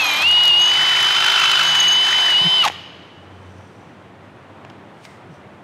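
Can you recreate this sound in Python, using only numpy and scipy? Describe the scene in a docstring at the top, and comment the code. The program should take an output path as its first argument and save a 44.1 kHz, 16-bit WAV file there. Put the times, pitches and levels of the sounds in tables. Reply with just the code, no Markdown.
"""A drill motor whines close by as its bit scrapes through the sheet metal of a car pillar, in a large workshop.
Whine and gear lines are sines on the rotor angle; the whine passes a housing resonance and its pitch sags and recovers.
Two flutes, timed by spindle angle, scrape off chips (filtered grains), judder and squeal (gated sines).
The brake stops it with a falling growl and a clatter; the hall rings out (noise tail) over ventilation and a far hum.
Clicks, thuds and brushing (filtered noise, short sines) follow as the tool is handled."""
import sys
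import numpy as np
from scipy import signal
from scipy.fft import rfft, irfft, next_fast_len
from scipy.io import wavfile
from scipy.ndimage import uniform_filter1d

SR = 44100
rng = np.random.default_rng(int(sys.argv[2]) if len(sys.argv) > 2 else 0)


def store_wav(level_fs):
    """Save 16-bit WAV to argv[1]."""
    pcm = np.round(np.clip(np.atleast_2d(level_fs), -1, 1) * 32767)
    wavfile.write(sys.argv[1], SR, pcm.T.astype(np.int16))


N = 248283
T = np.arange(N) / SR


def undb(db):
    """Decibels to gain."""
    return 10 ** (np.asarray(db) / 20)


def unit(x):
    """Scale to rms 1."""
    return x / np.sqrt(np.mean(x ** 2) + 1e-18)


def curves(table):
    """Table columns after the first, interpolated linearly over time."""
    s, *columns = np.transpose(table)
    return [np.interp(T, s, column) for column in columns]


def walk(rate_hz):
    """Smoothed random steps of rms 1, about rate_hz changes a second."""
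    step = max(int(SR / rate_hz), 1)
    held = np.repeat(rng.standard_normal(N // step + 1), step)
    return unit(uniform_filter1d(held, step)[:N])


def noise():
    """White Gaussian noise."""
    return rng.standard_normal(N)


def colour(x, spectrum, tilt_db_per_octave=0):
    """Minimum-phase filter with the given spectrum, via the folded cepstrum."""
    size = next_fast_len(N + SR // 4, real=True)
    size += size % 2
    octave = np.log2(np.maximum(np.fft.rfftfreq(size, 1 / SR), 1))
    hz, db = np.transpose(spectrum)
    tilted_db = db + tilt_db_per_octave * np.log2(hz / hz[0])
    gain = undb(np.interp(octave, np.log2(hz), tilted_db))
    cepstrum = irfft(np.log(gain))
    # fold to positive time: makes the filter causal
    cepstrum[1:size // 2] *= 2
    cepstrum[size // 2 + 1:] = 0
    return irfft(rfft(x, size) * np.exp(rfft(cepstrum)))[:N]


def grains(rate_hz, spread_db):
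    """Random tiny fractures, a few much larger than the rest."""
    size = undb(spread_db * np.minimum(rng.exponential(size=N), 5))
    return (rng.random(N) < rate_hz / SR) * size * rng.choice([-1, 1], N)


def swell(s, length_s):
    """Bell-shaped envelope centred on s."""
    return np.exp(-np.minimum((2 * (T - s) / length_s) ** 2, 50))


def ramp(start_s, length_s):
    """Linear rise from 0 to 1 over length_s."""
    return np.clip((T - start_s) / max(length_s, 1 / SR), 0, 1)


def decay(s, t60_s):
    """Decay from s, falling 60 dB every t60_s."""
    return np.exp(-np.log(1000) * (T - s) / t60_s)


def catches(cycles, s, width):
    """One bell-shaped touch per cycle, one of them at s; width is a share of the cycle."""
    offset = (cycles - np.interp(s, T, cycles) + .5) % 1 - .5
    return np.exp(-(2 * offset / width) ** 2)


def sine(turns):
    """Sine of rms 1 from phase in turns."""
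    return np.sqrt(2) * np.sin(2 * np.pi * turns)


def glide(hz):
    """Phase in turns of a varying frequency."""
    return np.cumsum(hz) / SR


POLES, FULL_SPEED_HZ = 8, 376.7  # magnetic pulls per turn; rotor speed at full trigger
HOUSING_HZ, HOUSING_WIDTH_HZ = 2870, 430
# rotor harmonics and gear meshes: multiple of rotor speed, level at half trigger/dB, level at full trigger/dB
MESH_LINES = [(1, -46.5, -44.5), (4, -35.5, -41.5), (7, -39, -38), (9, -39.5, -42), (10.22, -27, -35.5),
              (10.5, -30.5, -48), (13, -38, -34.5), (13.2, -30.5, -44)]
# gearbox rattle spectrum: f/Hz, level/dB per Hz
GEARBOX_SPECTRUM = [(100, -26), (300, -37.5), (480, -12.5), (780, 0), (1000, 4), (1200, -7.5), (1800, -20),
                    (2050, -0.5), (2600, -13.5), (3400, 1), (3950, -2), (4500, -9), (6500, -22),
                    (10500, -27), (15500, -42.5)]
# tool casing spectrum, also rung by chips, blows and clatter: f/Hz, level/dB per Hz
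CASING_SPECTRUM = [(30, -62), (150, -26), (450, -13), (850, 3), (1600, -2), (3000, 4.5), (4200, -5),
                   (5200, -5.5), (7000, -10), (8500, -21), (12000, -22.5), (15500, -41)]


def motor(rotor, hz, whine_db, running, loose, mesh_flutter_db=0.7, mesh_db_per_hz=0.1,
          slack_turns=0.03, loose_slack_turns=.05, rattle_db=-26.5, rumble_db=-31.0,
          rumble_tilt_db=-6, flutter_db=0.27):
    """Magnetic pulls whine through the housing mode; slack gears add lines, louder with speed, and a rattle."""
    housing = 1 / np.hypot(1, 2 * (POLES * hz - HOUSING_HZ) / HOUSING_WIDTH_HZ)
    flutter = flutter_db * (1 + 2 * loose) * walk(60)
    whine = housing * undb(whine_db + flutter) * sine(POLES * rotor)
    play = slack_turns + loose_slack_turns * loose
    speed_db = mesh_db_per_hz * (hz - FULL_SPEED_HZ)
    mesh = np.zeros(N)
    for multiple, half_db, full_db in MESH_LINES:
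        line_db = loose * half_db + (1 - loose) * (full_db + speed_db)
        line_gain = undb(line_db + mesh_flutter_db * walk(60))
        mesh += line_gain * sine(multiple * rotor + play * walk(130))
    once_per_turn = 1 + 0.22 * np.cos(2 * np.pi * rotor)
    rattle = unit(colour(noise() * once_per_turn, GEARBOX_SPECTRUM))
    rumble = unit(colour(noise(), CASING_SPECTRUM, rumble_tilt_db))
    gears = mesh + undb(rattle_db) * rattle + undb(rumble_db) * loose * rumble
    return whine + running * gears


def whistle(low_hz=9465, low_db=-56, high_hz=14400, high_db=-65):
    """Two faint tones flicker high above the whine, at nearly constant pitch."""
    low = undb(low_db + 2 * walk(20)) * sine(glide(low_hz + 22 * walk(60)))
    high = undb(high_db + 2 * walk(20)) * sine(glide(high_hz + 18 * walk(60)))
    return low + high


BRAKE_S, STOP_S = 2.627, 2.686


def brake(rotor, hz, growl_db=-16, ring_hz=930, width_hz=560, fade_hz=760, rough_db=3,
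          slack_turns=.09, clatter_db=-24):
    """Braked gears growl four times a turn, sweeping down through a gearbox resonance; teeth clatter."""
    growl_hz = 4 * hz
    resonance = 1 / (1 + (2 * (growl_hz - ring_hz) / width_hz) ** 2)
    force = np.clip(growl_hz / fade_hz, 0, 1) ** 4
    rough = undb(rough_db * walk(300))
    growl = force * resonance * rough * sine(4 * rotor + slack_turns * walk(300))
    clatter = unit(colour(grains(rate_hz=3000, spread_db=4), CASING_SPECTRUM))
    return undb(growl_db) * growl + undb(clatter_db) * ramp(BRAKE_S, 0.027) * clatter


# scraped sheet spectrum: f/Hz, level/dB per Hz
SCRAPE_SPECTRUM = [(200, -37.5), (550, -24), (800, -11), (1130, -1), (1450, 2.5), (1800, -1), (3300, -0.5),
                   (4600, -9), (6000, -10), (7800, -19), (11000, -30), (15500, -37)]


def cutting(spindle, feed_db, locked, scrape_db=1.3, uneven_db=1.4, chip_db=-16, bite_db=1.33,
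            judder_bite_db=.5):
    """Each of two flutes tears at the sheet once a turn; chips snap off brightly."""
    bite = np.cos(4 * np.pi * spindle) + 0.5 * np.cos(2 * np.pi * spindle)
    force = undb((bite_db + judder_bite_db * locked) * bite + uneven_db * walk(120))
    scrape = unit(colour(grains(rate_hz=7000, spread_db=2.5) * force, SCRAPE_SPECTRUM))
    flakes = grains(rate_hz=400, spread_db=3.3) * force ** 2.5
    chips = unit(colour(flakes, CASING_SPECTRUM, tilt_db_per_octave=7))
    return undb(feed_db) * (undb(scrape_db) * scrape + undb(chip_db) * chips)


def skating(level_db=-41):
    """A bright hiss of grains as the bit skates."""
    return undb(level_db) * unit(colour(grains(rate_hz=7000, spread_db=2.5), CASING_SPECTRUM, 5))


JUDDER_S, JUDDER_ATTACK_S, JUDDER_HOLD_S, JUDDER_RELEASE_S = 1.011, .05, .56, .2
JUDDER_LIGHT_HZ, JUDDER_LOCKED_HZ = 1850, 1381


def chatter(spindle, feed_db, locked, light_db=-2.5, locked_db=-4.3, second_db=0, third_db=-10,
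            uneven_db=2.0, stray_share=.045):
    """Each flute judders in a short rasp, low and rich once locked in, rising as the edge breaks free."""
    hz = JUDDER_LIGHT_HZ + locked * (JUDDER_LOCKED_HZ - JUDDER_LIGHT_HZ)
    flute = (2 * spindle + .5) % 1
    grip = unit(np.sin(np.pi * flute) ** 4 * undb(uneven_db * walk(49.92)))
    # pitch strays more when lightly pressed
    stray = stray_share * (2 - locked) * walk(60) + .03 * walk(250)
    release = np.clip(4.5 * (flute - .48), 0, 2) ** 1.5 * np.abs(walk(50))
    turns = glide(hz * (1 + .4 * release + stray))
    overtones = undb(second_db) * sine(2 * turns) + undb(third_db) * sine(3 * turns)
    rasp = sine(turns) + locked * overtones
    level_db = feed_db + light_db + locked * (locked_db - light_db)
    return undb(level_db) * grip * rasp


# spells of stick-slip: centre t/s, length/s, level/dB, squeals per turn
SQUEAL_SPELLS = [(.068, .16, -32.5, 1), (.621, 0.048, -25.5, 2), (.681, .07, -26, 2), (1.686, .08, -26, 1),
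                 (1.805, 0.074, -20, 1), (1.885, .03, -21.5, 1), (1.926, 0.063, -20, 1),
                 (2.125, 0.24, -31, 1)]


def squeals(spindle, feed_db, bit_hz=6450, octave_db=-25, patchy_db=2, stick_turns=0.29,
            sing_db=-17, fed_db=-23, waver_hz=45):
    """The bit sings faintly at its own mode and squeals where it sticks, at the same angle of each turn."""
    stick = np.zeros(N)
    for s, length_s, db, count in SQUEAL_SPELLS:
        per_turn = round(count)
        touch = catches(per_turn * spindle, s, per_turn * stick_turns)
        stick += undb(db) * swell(s, length_s) * (touch + undb(sing_db))
    turns = glide(bit_hz + waver_hz * walk(400))
    tone = sine(turns) + undb(octave_db) * sine(2 * turns)
    return (stick + undb(feed_db + fed_db)) * undb(patchy_db * walk(120)) * tone


# spells of thin chirps: centre t/s, length/s, level/dB
CHIRP_SPELLS = [(.044, 0.062, -30.5), (.139, 0.12, -32.5), (.457, .025, -36), (.602, .012, -39)]


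def chirps(spindle, feed_db, edge_hz=11540, width=0.28, fed_db=-27, patchy_db=4):
    """The edge chirps thinly as each flute passes: faintly with the feed, clearly in a few spells."""
    spells = np.zeros(N)
    for s, length_s, db in CHIRP_SPELLS:
        spells += undb(db) * swell(s, length_s) * catches(2 * spindle, s, width)
    faint_gain = undb(feed_db + fed_db + patchy_db * walk(50))
    faint = faint_gain * catches(2 * spindle, JUDDER_S, width)
    return (spells + faint) * sine(glide(edge_hz + 70 * walk(500)))


# large chips snapping off: t/s, level/dB
CHIP_SNAPS = [(.28, -34), (.29, -29), (.314, -25.5), (.437, -23.5), (0.456, -23), (.48, -22.5),
              (1.028, -24), (1.048, -28)]


def snaps(length_s=0.0047, tilt_db=7):
    """The largest chips break with a brief, bright crackle."""
    burst = sum(undb(db) * swell(s, length_s) for s, db in CHIP_SNAPS)
    return burst * unit(colour(noise(), CASING_SPECTRUM, tilt_db))


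# blows of brake, spindle lock and hand on the tool: t/s, level/dB, t60/s, tilt/dB per octave
TOOL_KNOCKS = [(2.64, -15, 0.026, 0), (2.65, -14, 0.028, 1), (2.677, -12.5, .03, -2),
               (2.683, -13.5, 0.013, -1), (2.699, -18, 0.015, -7.5), (2.721, -30, 0.014, 2),
               (4.649, -28, 0.014, -6.5), (4.699, -37, .024, -3.5), (5.051, -33, .024, -.5)]


def knocks():
    """Short hard blows: decaying noise through the tool casing."""
    out = np.zeros(N)
    for s, db, t60_s, tilt_db in TOOL_KNOCKS:
        blow = (T >= s) * np.exp(-np.log(1000) * np.clip((T - s) / t60_s, 0, 10))
        blow_rms = np.sqrt(np.mean(blow ** 2))
        out += undb(db) * blow_rms * unit(colour(blow * noise(), CASING_SPECTRUM, tilt_db))
    return out


# dull bumps against the body: centre t/s, level/dB, length/s, f at centre/Hz
BODY_BUMPS = [(2.416, -28.5, 0.013, 150), (2.465, -22, 0.033, 169), (5.31, -36, 0.036, 161)]


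def bumps(overtone_db=-14, sag_hz_per_s=800):
    """Soft, heavily damped low thuds that sag in pitch."""
    out = np.zeros(N)
    for s, db, length_s, hz in BODY_BUMPS:
        turns = hz * (T - s) - sag_hz_per_s * (T - s) ** 2 / 2
        tone = sine(turns) + undb(overtone_db) * sine(2 * turns)
        out += undb(db) * swell(s, length_s) * tone
    return out


def handling(touch_s=5.05, touch_db=-52, brush_db=-57, rub_db=-63, ring_hz=2050, ring_db=-51, ring_t60_s=.9):
    """A hand brushes the tool and leaves it ringing briefly; a thin, faint rubbing comes and goes."""
    # f/Hz, level/dB per Hz
    broad = [(600, -26), (2200, 4), (5000, 0), (6500, -4), (8800, -4), (11000, -18), (15000, -20)]
    thin = [(2500, -6), (4400, -4), (5200, -6), (5900, 2), (6700, -10), (8800, -8), (10000, -17), (15000, -30)]
    contact = undb(touch_db) * swell(touch_s, 0.028) + undb(brush_db) * swell(5.08, 0.19)
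    brush = contact * unit(colour(noise(), broad))
    rub_envelope = swell(3.61, 0.67) + swell(5.35, .1)
    rub = undb(rub_db) * rub_envelope * unit(colour(grains(rate_hz=3300, spread_db=2.0), thin))
    fade = (T >= touch_s) * np.exp(-np.log(1000) * np.abs(T - touch_s) / ring_t60_s)
    ring = undb(ring_db) * fade * sine(glide(ring_hz + 80 * walk(300)))
    return brush + rub + ring


def sleeve(s=4.68, length_s=.55, level_db=-47.5):
    """A sleeve rustles softly as the arm is raised: grains filtered dull."""
    # f/Hz, level/dB per Hz
    cloth = [(60, -15), (130, 0), (350, 0), (750, -3), (1600, -10), (4000, -26), (15000, -60)]
    return undb(level_db) * swell(s, length_s) * unit(colour(grains(rate_hz=3000, spread_db=2.5), cloth))


def reverb(x, t60_low_s=0.88, t60_mid_s=1.53, t60_high_s=.6, wet_db=-15.0):
    """Diffuse hall tail: decaying noise in three bands; the treble dies first."""
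    tail = np.zeros(N)
    bands = ((100, 1500), t60_low_s), ((1500, 5000), t60_mid_s), ((5000, 15000), t60_high_s)
    for edges_hz, t60_s in bands:
        bandpass = signal.butter(2, edges_hz, "bandpass", fs=SR, output="sos")
        tail += signal.sosfilt(bandpass, noise()) * decay(0, t60_s)
    tail *= ramp(0, 0.007)
    return undb(wet_db) * signal.fftconvolve(x, unit(tail) / np.sqrt(N))[:N]


AIR_DB, HUM_DB, HUM_OCTAVE_DB = -43.0, -59.5, -56.5
# drifting pitch of the far hum: t/s, f/Hz
HUM_PITCH = [(.4, 85), (.55, 74), (1.3, 74.86), (2.7, 89), (4.25, 98), (5.63, 100.1)]
# hum swells: centre t/s, length/s, fundamental level/dB, octave level/dB
HUM_SWELL_LEVELS = [(.29, .14, -44, -58), (.8, 0.8, -81, -53.5), (1.7, .42, -66, -46.5),
                    (2.72, .3, -54, -77), (3.47, 0.54, -45, -72), (4.22, .25, -54.5, -63)]
# ventilation spectrum: f/Hz, level/dB per Hz
HALL_SPECTRUM = [(25, -50), (45, -33), (65, -19.5), (85, -4), (115, -0.5), (230, -5), (340, -3.5),
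                 (420, -6.5), (800, -8), (1650, -14.5), (3200, -23.5), (5000, -36), (9000, -43),
                 (15000, -57)]


def workshop():
    """Nearly steady ventilation noise and a far, wavering hum that swells now and then."""
    hz, = curves(HUM_PITCH)
    turns = glide(hz * (1 + .007 * walk(26)))
    low, octave = undb(HUM_DB), undb(HUM_OCTAVE_DB)
    for s, length_s, low_db, octave_db in HUM_SWELL_LEVELS:
        low = low + undb(low_db) * swell(s, length_s)
        octave = octave + undb(octave_db) * swell(s, length_s)
    hum = low * sine(turns) + octave * undb(2 * walk(6.95)) * sine(2 * turns)
    air = undb(AIR_DB + .4 * walk(14)) * unit(colour(noise(), HALL_SPECTRUM))
    return hum + air


GEAR_RATIO, FULL_FEED_DB = 14.8, -21
WHINE_DB, LEAN_DB = -11.1, -6.1  # leaning on the tool damps the whine
# motor whine pitch before braking: t/s, f/Hz
WHINE_PITCH = [(0.0, 2663), (0.04, 2507), (0.12, 2391), (0.15, 2371), (0.22, 2491), (0.25, 2735),
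               (0.28, 2853), (0.33, 2887), (0.46, 2907), (0.52, 2835), (0.74, 2998), (0.85, 3026),
               (0.92, 3009), (1.24, 3055), (1.36, 3050), (1.88, 2959), (2.01, 3028), (2.25, 3028),
               (2.36, 2901), (2.38, 2972), (2.47, 3061), (2.58, 3051), (2.62, 2923)]
# how hard the bit is fed into the sheet: t/s, level/dB
BIT_FEED = [(0.0, -27), (0.23, -25.5), (0.25, -35.5), (0.44, -29.5), (0.53, -38), (0.74, -25), (1.46, -21),
            (1.47, -24.5), (1.59, -21.5), (1.99, -30.5), (2.13, -23.5), (2.15, -28), (2.32, -25.5),
            (2.36, -32), (2.42, -30), (2.62, -34.5)]


def scene(brake_whine_db=-7, jolt=.0025, motor_hall_db=-8):
    """One shaft speed drives motor, gears and bit; the feed sets the cutting level; the brake stops it all."""
    whine_hz, = curves(WHINE_PITCH)
    feed_db, = curves(BIT_FEED)
    pressure = undb(feed_db - FULL_FEED_DB)
    # the brake drains rotor energy at a steady rate
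    hz = whine_hz / POLES * np.sqrt(1 - ramp(BRAKE_S, STOP_S - BRAKE_S))
    rotor = glide(hz * (1 + jolt * pressure * walk(80)))
    spindle = (rotor - np.interp(JUDDER_S, T, rotor)) / GEAR_RATIO
    running = np.clip(hz / 290, 0, 1) ** 2
    # at half trigger: gears loose, bit skates instead of juddering
    loose = np.clip((355 - hz) / 40, 0, 1)
    braking = ramp(BRAKE_S, .002)
    turning = 1 - ramp(STOP_S - .002, .002)
    judder_end_s = JUDDER_S + JUDDER_ATTACK_S + JUDDER_HOLD_S
    locked = ramp(JUDDER_S, JUDDER_ATTACK_S) - ramp(judder_end_s, JUDDER_RELEASE_S)

    whine_db = WHINE_DB + LEAN_DB * pressure + brake_whine_db * braking
    drive = motor(rotor, hz, whine_db, running, loose) + whistle()
    drill = turning * (drive + braking * brake(rotor, hz))
    judder = (1 - loose) * np.sqrt(pressure) * chatter(spindle, feed_db, locked)
    edge = cutting(spindle, feed_db, locked) + loose * skating() + judder
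    bit = running * (edge + squeals(spindle, feed_db) + chirps(spindle, feed_db))
    work = bit + snaps() + knocks() + bumps() + handling() + sleeve()
    # the wide panel feeds the hall more than the small motor does
    hall = reverb(undb(motor_hall_db) * drill + work)
    return (drill + work + hall + workshop())[None]


def record(dry):
    """The microphone sheds deep bass, rounds the tallest peaks and cuts the top."""
    highpass = signal.butter(4, 52, "highpass", fs=SR, output="sos")
    lean = signal.sosfilt(highpass, dry)
    rounded = lean / (1 + (lean / .76) ** 8) ** (1 / 8)
    lowpass = signal.ellip(10, .2, 80, 15750, fs=SR, output="sos")
    return signal.sosfilt(lowpass, rounded)


dry = scene()
out = record(dry)
store_wav(out)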